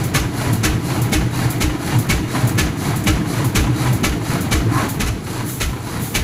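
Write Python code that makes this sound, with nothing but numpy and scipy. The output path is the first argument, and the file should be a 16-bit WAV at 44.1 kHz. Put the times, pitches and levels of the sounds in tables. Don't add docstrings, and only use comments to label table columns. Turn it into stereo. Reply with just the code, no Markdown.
import sys
import numpy as np
from scipy import signal
from scipy.fft import rfft, irfft, next_fast_len
from scipy.io import wavfile

SR = 44100
rng = np.random.default_rng(int(sys.argv[2]) if len(sys.argv) > 2 else 0)


def dump(signal):
    limited = np.clip(np.atleast_2d(signal).T, -1, 1)
    pcm = np.round(limited * 32767).astype(np.int16)
    wavfile.write(sys.argv[1], SR, pcm)


N = 274743
TIME_S = np.arange(N) / SR
GRID_HZ = np.maximum(np.fft.rfftfreq(next_fast_len(N, real=True), 1 / SR), 1)

# time_s, share
SPOT_BLEND = [(4.85, 0.041), (5.35, 1)]
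# freq_hz, correlation
STEREO_LIKENESS = [(100, .99), (280, .96), (600, .62), (1500, .45), (4000, .45), (7000, .65), (9000, .94),
                   (14000, .96)]
# freq_hz, level_db
STEREO_BALANCE = [(30, -4), (70, 3.5), (150, 2), (380, 0.5), (700, -3.5), (1300, -0.5), (4400, -1),
                  (8000, -0.5), (14000, 0.5)]
# freq_hz, lag_s
STEREO_LAG = [(100, .00014), (300, .00022), (900, .00014), (1600, .0001), (2400, .00008), (3200, .00029),
              (16000, .00029)]

# freq_hz, density_db
RUMBLE_COLOUR = [(20, -46), (40, -28), (60, -3.5), (95, 5), (170, 3), (230, 0), (340, -1.5), (420, -9.5),
                 (520, -12.5), (800, -56)]
STONE_COLOUR = [(300, 4.5), (520, 0), (700, 1), (1050, 0), (1600, -0.5), (2300, -1.5), (3500, -9),
                (7000, -16), (16000, -53)]
MEAL_COLOUR = [(800, -25), (2200, -41), (4000, 13.5), (6500, 2), (9000, 5.5), (13800, 0.5), (16000, -22)]
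SCRAPE_COLOUR = [(300, -29), (800, -7), (1100, -1), (1600, -7), (2500, -11), (6000, -63)]
SPIT_COLOUR = [(2000, 3), (5000, 7.5), (9000, 12), (13500, 12), (16000, 10.5)]
CLACK_COLOUR = [(400, 3), (900, 1), (1600, -8.5), (2300, 1.5), (3200, -6), (6000, -31), (12000, -35)]
VALVE_COLOUR = [(1500, -39), (2500, -2), (4000, 6), (6500, 2), (9500, 2.5), (13500, 0.5), (16000, -17)]
BARK_COLOUR = [(250, 13), (450, 10.5), (700, -14), (1300, 10), (2200, 4.5), (3300, 6.5), (6300, -0.5),
               (9000, 7.5), (13500, -49), (16000, -5)]

# freq_hz, width_hz, gain_db
CASE_MODES = [(271, 8.7, 2.6), (310, 120, 1.5), (152, 50, 2), (456, 34, 5.3)]
STONE_MODES = [(681, 9, 6.5), (824, 20, 7.5), (991, 21, 9), (1035, 11, -1), (1290, 43, 4.5),
               (1750, 22, -0.5), (1986, 24, 1.5), (2210, 18, 5), (2833, 26, 12.5)]
SPOUT_MODES = [(3490, 650, -24), (3860, 29, 16), (4300, 17, 0), (5940, 44, 9.5)]
KNOCK_MODES = [(1005, 70, 16), (805, 50, 10)]
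CLACK_MODES = [(1770, 45, 3), (2210, 160, 4.2), (2660, 120, 3), (2970, 90, 4.6)]
EXHAUST_MODES = [(800, 57, 19.5), (1080, 59, 7), (1347, 10.5, 12.5), (1550, 77, 4.5), (1731, 18, 16),
                 (2010, 110, 9.5), (2185, 50, 11.5), (2410, 49, 4), (2540, 120, 9), (2676, 130, 9),
                 (2924, 126, 10), (3320, 61, -10), (4870, 130, 5.5), (5530, 730, 9.5), (6270, 380, 10)]
SCRAPE_MODES = [(1060, 120, 3), (774, 50, 8), (1380, 60, 6.1), (1700, 110, 5)]

# cycle_fraction, stones_db, meal_db, rumble_db, drone_db
CYCLE_LOAD = [(0, 0.5, -22, 4, -2), (.15, -4.5, -6.5, -1, -0.5), (.3, -5, -10.5, 2, 2.5),
              (.37, -6, -10.5, -2.5, -4), (.47, -2.5, -0.5, 1, -1.5), (.57, 0, 1.5, 0, 4),
              (.68, 3.5, -0.5, 3.5, 4.5), (.79, -2.5, -6, 3, 3), (.9, -3.5, -6, 0, 1.5),
              (1, -5, -18, 2.5, -4)]
# peak_s, level_db, pitch_hz
BELT_SURGES = [(.01, -18, 135), (0.514, -11, 116), (.605, -15, 110), (.755, -16, 121), (1.041, -15.5, 115),
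               (1.43, -21.5, 167), (1.469, -13, 123), (1.569, -16, 121), (1.976, -12, 117),
               (2.245, -23, 109), (2.453, -9, 118), (2.564, -13.5, 106), (2.91, -18, 123),
               (2.979, -15, 122), (3.39, -17, 129), (3.47, -14.5, 120), (3.709, -16, 124),
               (3.809, -18, 129), (3.929, -16.5, 119), (4.35, -23, 135), (4.669, -9, 113),
               (4.771, -15.5, 111), (4.851, -21, 128), (5.111, -15, 115)]
# after_firing_s, level_db
CYCLE_CLATTER = [(-.03, -39), (0.089, -23.5), (0.269, -22)]
# start_s, level_db
CASE_SHUDDER = [(4.656, -17.5)]
EXTRA_KNOCKS = [(0.457, -28), (.92, -26), (1.346, -30), (1.748, -27), (2.349, -18.5), (3.169, -25),
                (3.441, -25), (3.667, -24), (3.805, -26.5), (3.857, -22), (5.729, -30), (5.762, -27.5),
                (5.994, -28)]
GRIT_TICKS = [(1.961, -26), (2.45, -28), (2.492, -20), (3.403, -29), (3.884, -26), (5.241, -33),
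              (5.496, -25), (5.535, -29), (5.803, -31), (5.942, -33)]
# time_s, level_db
SCRAPE_ENVELOPE = [(4.68, -33), (4.735, -28), (4.772, -22), (4.79, -23), (4.85, -27), (4.93, -49)]
# start_s, level_db, rise_s, t60_s, pitch_hz
SQUEAKS = [(4.728, -21.5, .008, 0.52, 1034), (4.773, -14.5, .014, 0.085, 1090),
           (4.822, -27, 0.011, 0.17, 1005)]
# share, peak_db, rise_s, t60_s
SPIT_SHAPE = [(0, -21.5, 0.0046, 0.18), (1, -24.5, 0.062, 0.85)]

# time_s, bark_db, boom_db, iron_db, strongest_mode_hz, tick_db
FIRINGS = [(0.141, -15, -20, -11, 1750, -45), (0.6324, -15, -18, -19, 1090, -38),
           (1.1196, -16.5, -17, -18, 2200, -32), (1.6051, -17.5, -18, -21, 2200, -33),
           (2.09, -16, -19, -13, 2200, -33), (2.5764, -15.5, -20, -14.5, 1750, -33),
           (3.063, -16.5, -16.5, -11, 2200, -24), (3.5484, -15, -15, -15.5, 1576, -37),
           (4.032, -16.5, -18, -13.5, 1310, -35), (4.511, -16, -16.5, -17, 2300, -35),
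           (4.9956, -20, -17, -23, 1090, -43), (5.058, -25.5, -24, -31, 1090, -55),
           (5.601, -18.5, -17.5, -23, 1750, -45), (6.143, -15.5, -19, -19, 2300, -49)]
# freq_hz, level_db, t60_s
IRON_MODES = [(587.5, -13, 0.28), (795, -11, .15), (1090, -13, 0.15), (1310, -11.5, 0.15),
              (1576, -16, 0.17), (1732, -12, 0.15), (2200, -4.5, 0.13), (2302, -6, 0.17), (2890, -8, 0.18)]
# age_s, pitch_hz, level_db
BOOM_SWEEP = [(-.012, 202, -56), (.002, 225, 5), (.018, 128, -1), (.04, 87, 1.5), (.065, 65, 1.5),
              (.1, 56, -0.5), (.14, 54, -28), (.22, 52, -40)]
# freq_hz, level_db, delay_s, rise_s
SHED_MODES = [(39.2, -3, 0.01, 0.024), (161.4, -7, 0, 0.024), (396, -18, 0, 0.032),
              (434.4, -17, 0.02, 0.024), (309.6, -1, 0.024, 0.019), (165.9, -5.5, 0.1, 0.025),
              (120.5, -8.5, 0.104, 0.047), (306.6, -11.5, 0.052, 0.1), (287.4, -11.5, 0.057, 0.1)]


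def from_db(db):
    return 10 ** (np.asarray(db) / 20)


def unit_rms(x):
    return x / np.sqrt(np.mean(x ** 2) + 1e-20)


def lookup(table, where):
    first, *columns = np.transpose(table)
    return [np.interp(where, first, column) for column in columns]


def on_grid(table):
    hz, value = np.transpose(table)
    return np.interp(np.log(GRID_HZ), np.log(hz), value)


def white_spectrum():
    return rng.standard_normal(len(GRID_HZ)) + 1j * rng.standard_normal(len(GRID_HZ))


def drift(rate_hz):
    return unit_rms(irfft(white_spectrum() / (1 + (GRID_HZ / rate_hz) ** 2))[:N])


def noise(colour, modes=()):
    modes_db = sum(db / (1 + (2 * (GRID_HZ - hz) / width_hz) ** 2) for hz, width_hz, db in modes)
    likeness = on_grid(STEREO_LIKENESS)
    mid = np.sqrt(1 + likeness) * white_spectrum()
    side = np.sqrt(1 - likeness) * white_spectrum()
    spectrum = from_db(on_grid(colour) + modes_db) * np.array([mid + side, mid - side])
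    return unit_rms(irfft(spectrum)[:, :N])


def tone(pitch_hz):
    return np.sin(2 * np.pi * np.cumsum(pitch_hz) / SR)


def lowpass(x, cutoff_hz):
    return signal.sosfilt(signal.butter(2, cutoff_hz, fs=SR, output="sos"), x)


def bursts(starts_s, levels_db, rises_s, t60s_s):
    power = np.zeros(N)
    for start_s, db, rise_s, t60_s in np.broadcast(starts_s, levels_db, rises_s, t60s_s):
        span = slice(*np.searchsorted(TIME_S, [start_s - 2 * rise_s, start_s + rise_s + 2 * t60_s]))
        past_peak_s = TIME_S[span] - start_s - rise_s
        shape_db = np.where(past_peak_s < 0, -20 * (past_peak_s / rise_s) ** 2, -60 * past_peak_s / t60_s)
        power[span] += from_db(db + shape_db) ** 2
    return np.sqrt(power)


def swell(age_s, rise_s):
    progress = np.maximum(age_s, 0) / rise_s
    return progress ** 2 * np.exp(2 * (1 - progress))


def pings(starts_s, levels_db, low_hz, high_hz, t60_cycles):
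    out = np.zeros((2, N))
    for start_s, db, (pitch, left, right) in zip(starts_s, levels_db, rng.random((len(starts_s), 3))):
        hz = low_hz * (high_hz / low_hz) ** pitch
        t60_s = t60_cycles / hz
        span = slice(*np.searchsorted(TIME_S, [start_s, start_s + t60_s]))
        age_s = TIME_S[span] - start_s
        envelope = (1 - np.exp(-age_s * hz)) * from_db(db - 60 * age_s / t60_s)
        out[:, span] += envelope * np.sin(2 * np.pi * hz * age_s + np.pi * np.array([[left], [right]]))
    return out


def inside(times_s=TIME_S):
    return lookup(SPOT_BLEND, times_s)[0]


def cycle_starts():
    fire_s = np.array(FIRINGS)[:, 0]
    fire_s = fire_s[np.diff(fire_s, prepend=-1) > 0.2]
    return np.r_[2 * fire_s[0] - fire_s[1], fire_s, 2 * fire_s[-1] - fire_s[-2]]


def cycle_load_db():
    starts_s = cycle_starts()
    cycle_fraction = np.interp(TIME_S, starts_s, np.arange(len(starts_s))) % 1
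    return lookup(CYCLE_LOAD, cycle_fraction)


def case_rumble(level_db, inside_db, throb_db):
    _, _, load_db, _ = cycle_load_db()
    running = from_db(level_db + load_db + inside_db * inside() + throb_db * np.tanh(drift(17)))
    shudder = bursts(*np.transpose(CASE_SHUDDER), rises_s=0.012, t60s_s=0.47)
    return np.hypot(running, shudder) * noise(RUMBLE_COLOUR, CASE_MODES)


def case_hum(level_db, inside_db, pitch_hz, wander_hz, flutter_db):
    hum = tone(pitch_hz + wander_hz * drift(7.4))
    return from_db(level_db + inside_db * inside() + flutter_db * np.tanh(drift(22))) * hum


def belt_drone(level_db, inside_db, pitch_hz, wander_hz, flutter_db, surge_width_s, sag_hz_per_s):
    *_, load_db = cycle_load_db()
    gain = from_db(level_db + load_db + inside_db * inside() + flutter_db * np.tanh(drift(25)))
    out = gain * tone(pitch_hz + wander_hz * drift(11.2))
    for peak_s, db, hz in BELT_SURGES:
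        age_s = TIME_S - peak_s
        turns = hz * age_s - sag_hz_per_s * age_s ** 2 / 2 + rng.random()
        out += from_db(db) * np.exp(-(age_s / surge_width_s) ** 2) * np.sin(2 * np.pi * turns)
    return out


def grinding(stones_db, stones_inside_db, meal_db, meal_inside_db, cracks_per_s):
    stones_load_db, meal_load_db, *_ = cycle_load_db()
    resistance_db = 1.7 * np.tanh(drift(18))
    crunch_db = stones_db + stones_inside_db * inside() + stones_load_db + resistance_db
    hiss_db = meal_db + meal_inside_db * inside() + meal_load_db + 1.37 * drift(240)
    cracked = rng.random(N) < cracks_per_s / SR
    size_db = -5.5 + 1.8 * np.minimum(rng.exponential(1, cracked.sum()), 3)
    cracks = pings(TIME_S[cracked], crunch_db[cracked] + size_db, low_hz=602, high_hz=1996, t60_cycles=72)
    crunch = from_db(crunch_db) * noise(STONE_COLOUR, STONE_MODES)
    return crunch + cracks + from_db(hiss_db) * noise(MEAL_COLOUR, SPOUT_MODES)


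def mill_knocks(clatter_inside_db, rise_s, clatter_t60_s, extra_t60_s):
    hits = [(start_s + delay_s, db + rng.uniform(-1.3, 1.1))
            for start_s in cycle_starts() for delay_s, db in CYCLE_CLATTER]
    hit_s, hit_db = np.transpose(hits)
    clatter = bursts(hit_s, hit_db + clatter_inside_db * inside(hit_s), rise_s, clatter_t60_s)
    extra = bursts(*np.transpose(EXTRA_KNOCKS), rise_s, extra_t60_s)
    return noise(STONE_COLOUR, STONE_MODES) * clatter + noise(STONE_COLOUR, KNOCK_MODES) * extra


def spout_grit(rise_s, t60_s):
    return noise(BARK_COLOUR, SPOUT_MODES) * bursts(*np.transpose(GRIT_TICKS), rise_s, t60_s)


def wood_scrape(rough_db, wander_hz):
    level_db = np.interp(TIME_S, *np.transpose(SCRAPE_ENVELOPE), left=-np.inf, right=-np.inf)
    squeaks = sum(bursts([start_s], db, rise_s, t60_s) * tone(hz + wander_hz * drift(46))
                  for start_s, db, rise_s, t60_s, hz in SQUEAKS)
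    return squeaks + from_db(level_db + rough_db * drift(80)) * noise(SCRAPE_COLOUR, SCRAPE_MODES)


def gear_spits(lead_s):
    peaks_s = cycle_starts()[1:-1] - lead_s
    peak_db, rise_s, t60_s = lookup(SPIT_SHAPE, inside(peaks_s))
    peak_db += rng.uniform(-1.7, 1, len(peaks_s))
    return noise(SPIT_COLOUR) * bursts(peaks_s - rise_s, peak_db, rise_s, t60_s)


def firing_ticks(lead_s, rise_s, t60_s):
    fire_s, *_, tick_db = np.transpose(FIRINGS)
    return noise(SPIT_COLOUR) * bursts(fire_s - lead_s, tick_db, rise_s, t60_s)


def fittings_rattle(gain_db, delay_s, span_s, contacts):
    fire_s, bark_db, *_ = np.repeat(FIRINGS, contacts, axis=0).T
    starts_s = fire_s + delay_s + span_s * rng.random(len(fire_s))
    return pings(starts_s, bark_db + gain_db, low_hz=1094, high_hz=7450, t60_cycles=110)


def iron_ring(delay_s, rise_s, accent_db, spread_db, detune):
    out = np.zeros((2, N + SR))
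    age_s = np.arange(SR // 2) / SR
    attack = 1 - np.exp(-age_s / rise_s)
    for fire_s, _, _, iron_db, strongest_hz, _ in FIRINGS:
        start = round((fire_s + delay_s) * SR)
        accented = np.argmin(np.abs(np.array(IRON_MODES)[:, 0] - strongest_hz))
        for mode, (hz, db, t60_s) in enumerate(IRON_MODES):
            strike_db = iron_db + db + accent_db * (mode == accented) + spread_db * rng.standard_normal()
            envelope = attack * from_db(strike_db - 60 * age_s / t60_s)
            offsets_rad = rng.uniform(0, 2 * np.pi) + rng.standard_normal((2, 1))
            phase_rad = 2 * np.pi * hz * (1 + detune * rng.standard_normal()) * age_s
            out[:, start:start + len(age_s)] += envelope * np.sin(phase_rad + offsets_rad)
    return out[:, :N]


def iron_clack(knock_db, crack_db, rise_s):
    fire_s, bark_db, *_ = np.transpose(FIRINGS)
    knock = bursts(fire_s + 0.0061, bark_db + knock_db, rise_s, t60s_s=0.12)
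    crack = bursts(fire_s + 0.014, bark_db + crack_db, rise_s, t60s_s=0.08)
    return noise(CLACK_COLOUR, CLACK_MODES) * knock + noise(VALVE_COLOUR) * crack


def exhaust_boom(gain_db, lead_s, echo_db, echo_rise_s):
    age_s = np.arange(SR) / SR - lead_s
    pitch_hz, sweep_db = lookup(BOOM_SWEEP, age_s)
    boom = from_db(sweep_db) * tone(pitch_hz) * (age_s < BOOM_SWEEP[-1][0])
    for hz, db, delay_s, rise_s in SHED_MODES:
        boom += from_db(db) * swell(age_s - delay_s, rise_s) * np.sin(2 * np.pi * hz * age_s)
    echo = from_db(echo_db) * swell(age_s, echo_rise_s) * noise(RUMBLE_COLOUR, CASE_MODES)[:, :SR]
    impulses = np.zeros(N)
    for fire_s, _, boom_db, *_ in FIRINGS:
        impulses[round((fire_s - lead_s) * SR)] = from_db(boom_db + gain_db)
    return signal.fftconvolve(impulses[None], boom + echo)[:, :N]


def wall_muffle(x, cutoff_hz, inside_db):
    deep = lowpass(x, cutoff_hz)
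    return deep + from_db(inside_db * inside()) * (x - deep)


def exhaust_bark(lead_s, hiss_db, tail_db, ragged_db):
    fire_s, bark_db, *_ = np.transpose(FIRINGS)
    open_s = fire_s - lead_s
    blast = noise(BARK_COLOUR, EXHAUST_MODES) * bursts(open_s, bark_db, rises_s=0.019, t60s_s=0.15)
    hiss = noise(VALVE_COLOUR) * bursts(open_s, bark_db + hiss_db, rises_s=0.015, t60s_s=0.29)
    tail = lowpass(noise(BARK_COLOUR, EXHAUST_MODES), cutoff_hz=6500)
    tail *= from_db(ragged_db / 2 * drift(90))
    tail *= bursts(fire_s, bark_db + tail_db, rises_s=0.028, t60s_s=0.4)
    return (blast + hiss) * from_db(ragged_db * drift(100)) + tail


def scene():
    boom = exhaust_boom(gain_db=2, lead_s=0.01429, echo_db=-11, echo_rise_s=0.11)
    mix = wall_muffle(boom, cutoff_hz=68, inside_db=-29)
    mix += case_rumble(level_db=-24, inside_db=-4, throb_db=2)
    mix += case_hum(level_db=-31, inside_db=-12, pitch_hz=309.8, wander_hz=4.5, flutter_db=5)
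    mix += belt_drone(level_db=-29, inside_db=-3.5, pitch_hz=121.4, wander_hz=6.3, flutter_db=8,
                      surge_width_s=0.031, sag_hz_per_s=340)
    mix += exhaust_bark(lead_s=0.0036, hiss_db=-5, tail_db=-4, ragged_db=1.5)
    mix += iron_clack(knock_db=-4, crack_db=-1, rise_s=0.003)
    mix += iron_ring(delay_s=0.0062, rise_s=0.0022, accent_db=7.5, spread_db=0.5, detune=0.0018)
    mix += fittings_rattle(gain_db=-8, delay_s=0.008, span_s=0.034, contacts=16)
    mix += grinding(stones_db=-25.5, stones_inside_db=-5, meal_db=-30, meal_inside_db=-3.5,
                    cracks_per_s=280)
    mix += mill_knocks(clatter_inside_db=-5, rise_s=0.0023, clatter_t60_s=0.16, extra_t60_s=0.2)
    mix += wood_scrape(rough_db=1, wander_hz=12)
    mix += gear_spits(lead_s=0.1)
    mix += firing_ticks(lead_s=0.025, rise_s=0.001, t60_s=0.11)
    mix += spout_grit(rise_s=0.0016, t60_s=0.056)
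    half_db = on_grid(STEREO_BALANCE) / 2
    left = from_db(half_db) * np.exp(-2j * np.pi * GRID_HZ * on_grid(STEREO_LAG))
    right = from_db(-half_db)
    return irfft(rfft(mix, 2 * len(GRID_HZ) - 2) * np.array([left, right]))[:, :N]


def record(dry):
    highpassed = signal.sosfilt(signal.butter(1, 12, "high", fs=SR, output="sos"), dry)
    rounded = 1.5 * np.tanh(highpassed / 1.5)
    return signal.sosfilt(signal.ellip(10, 0.1, 80, 15600, fs=SR, output="sos"), rounded)


dry = scene()
out = record(dry)
dump(out)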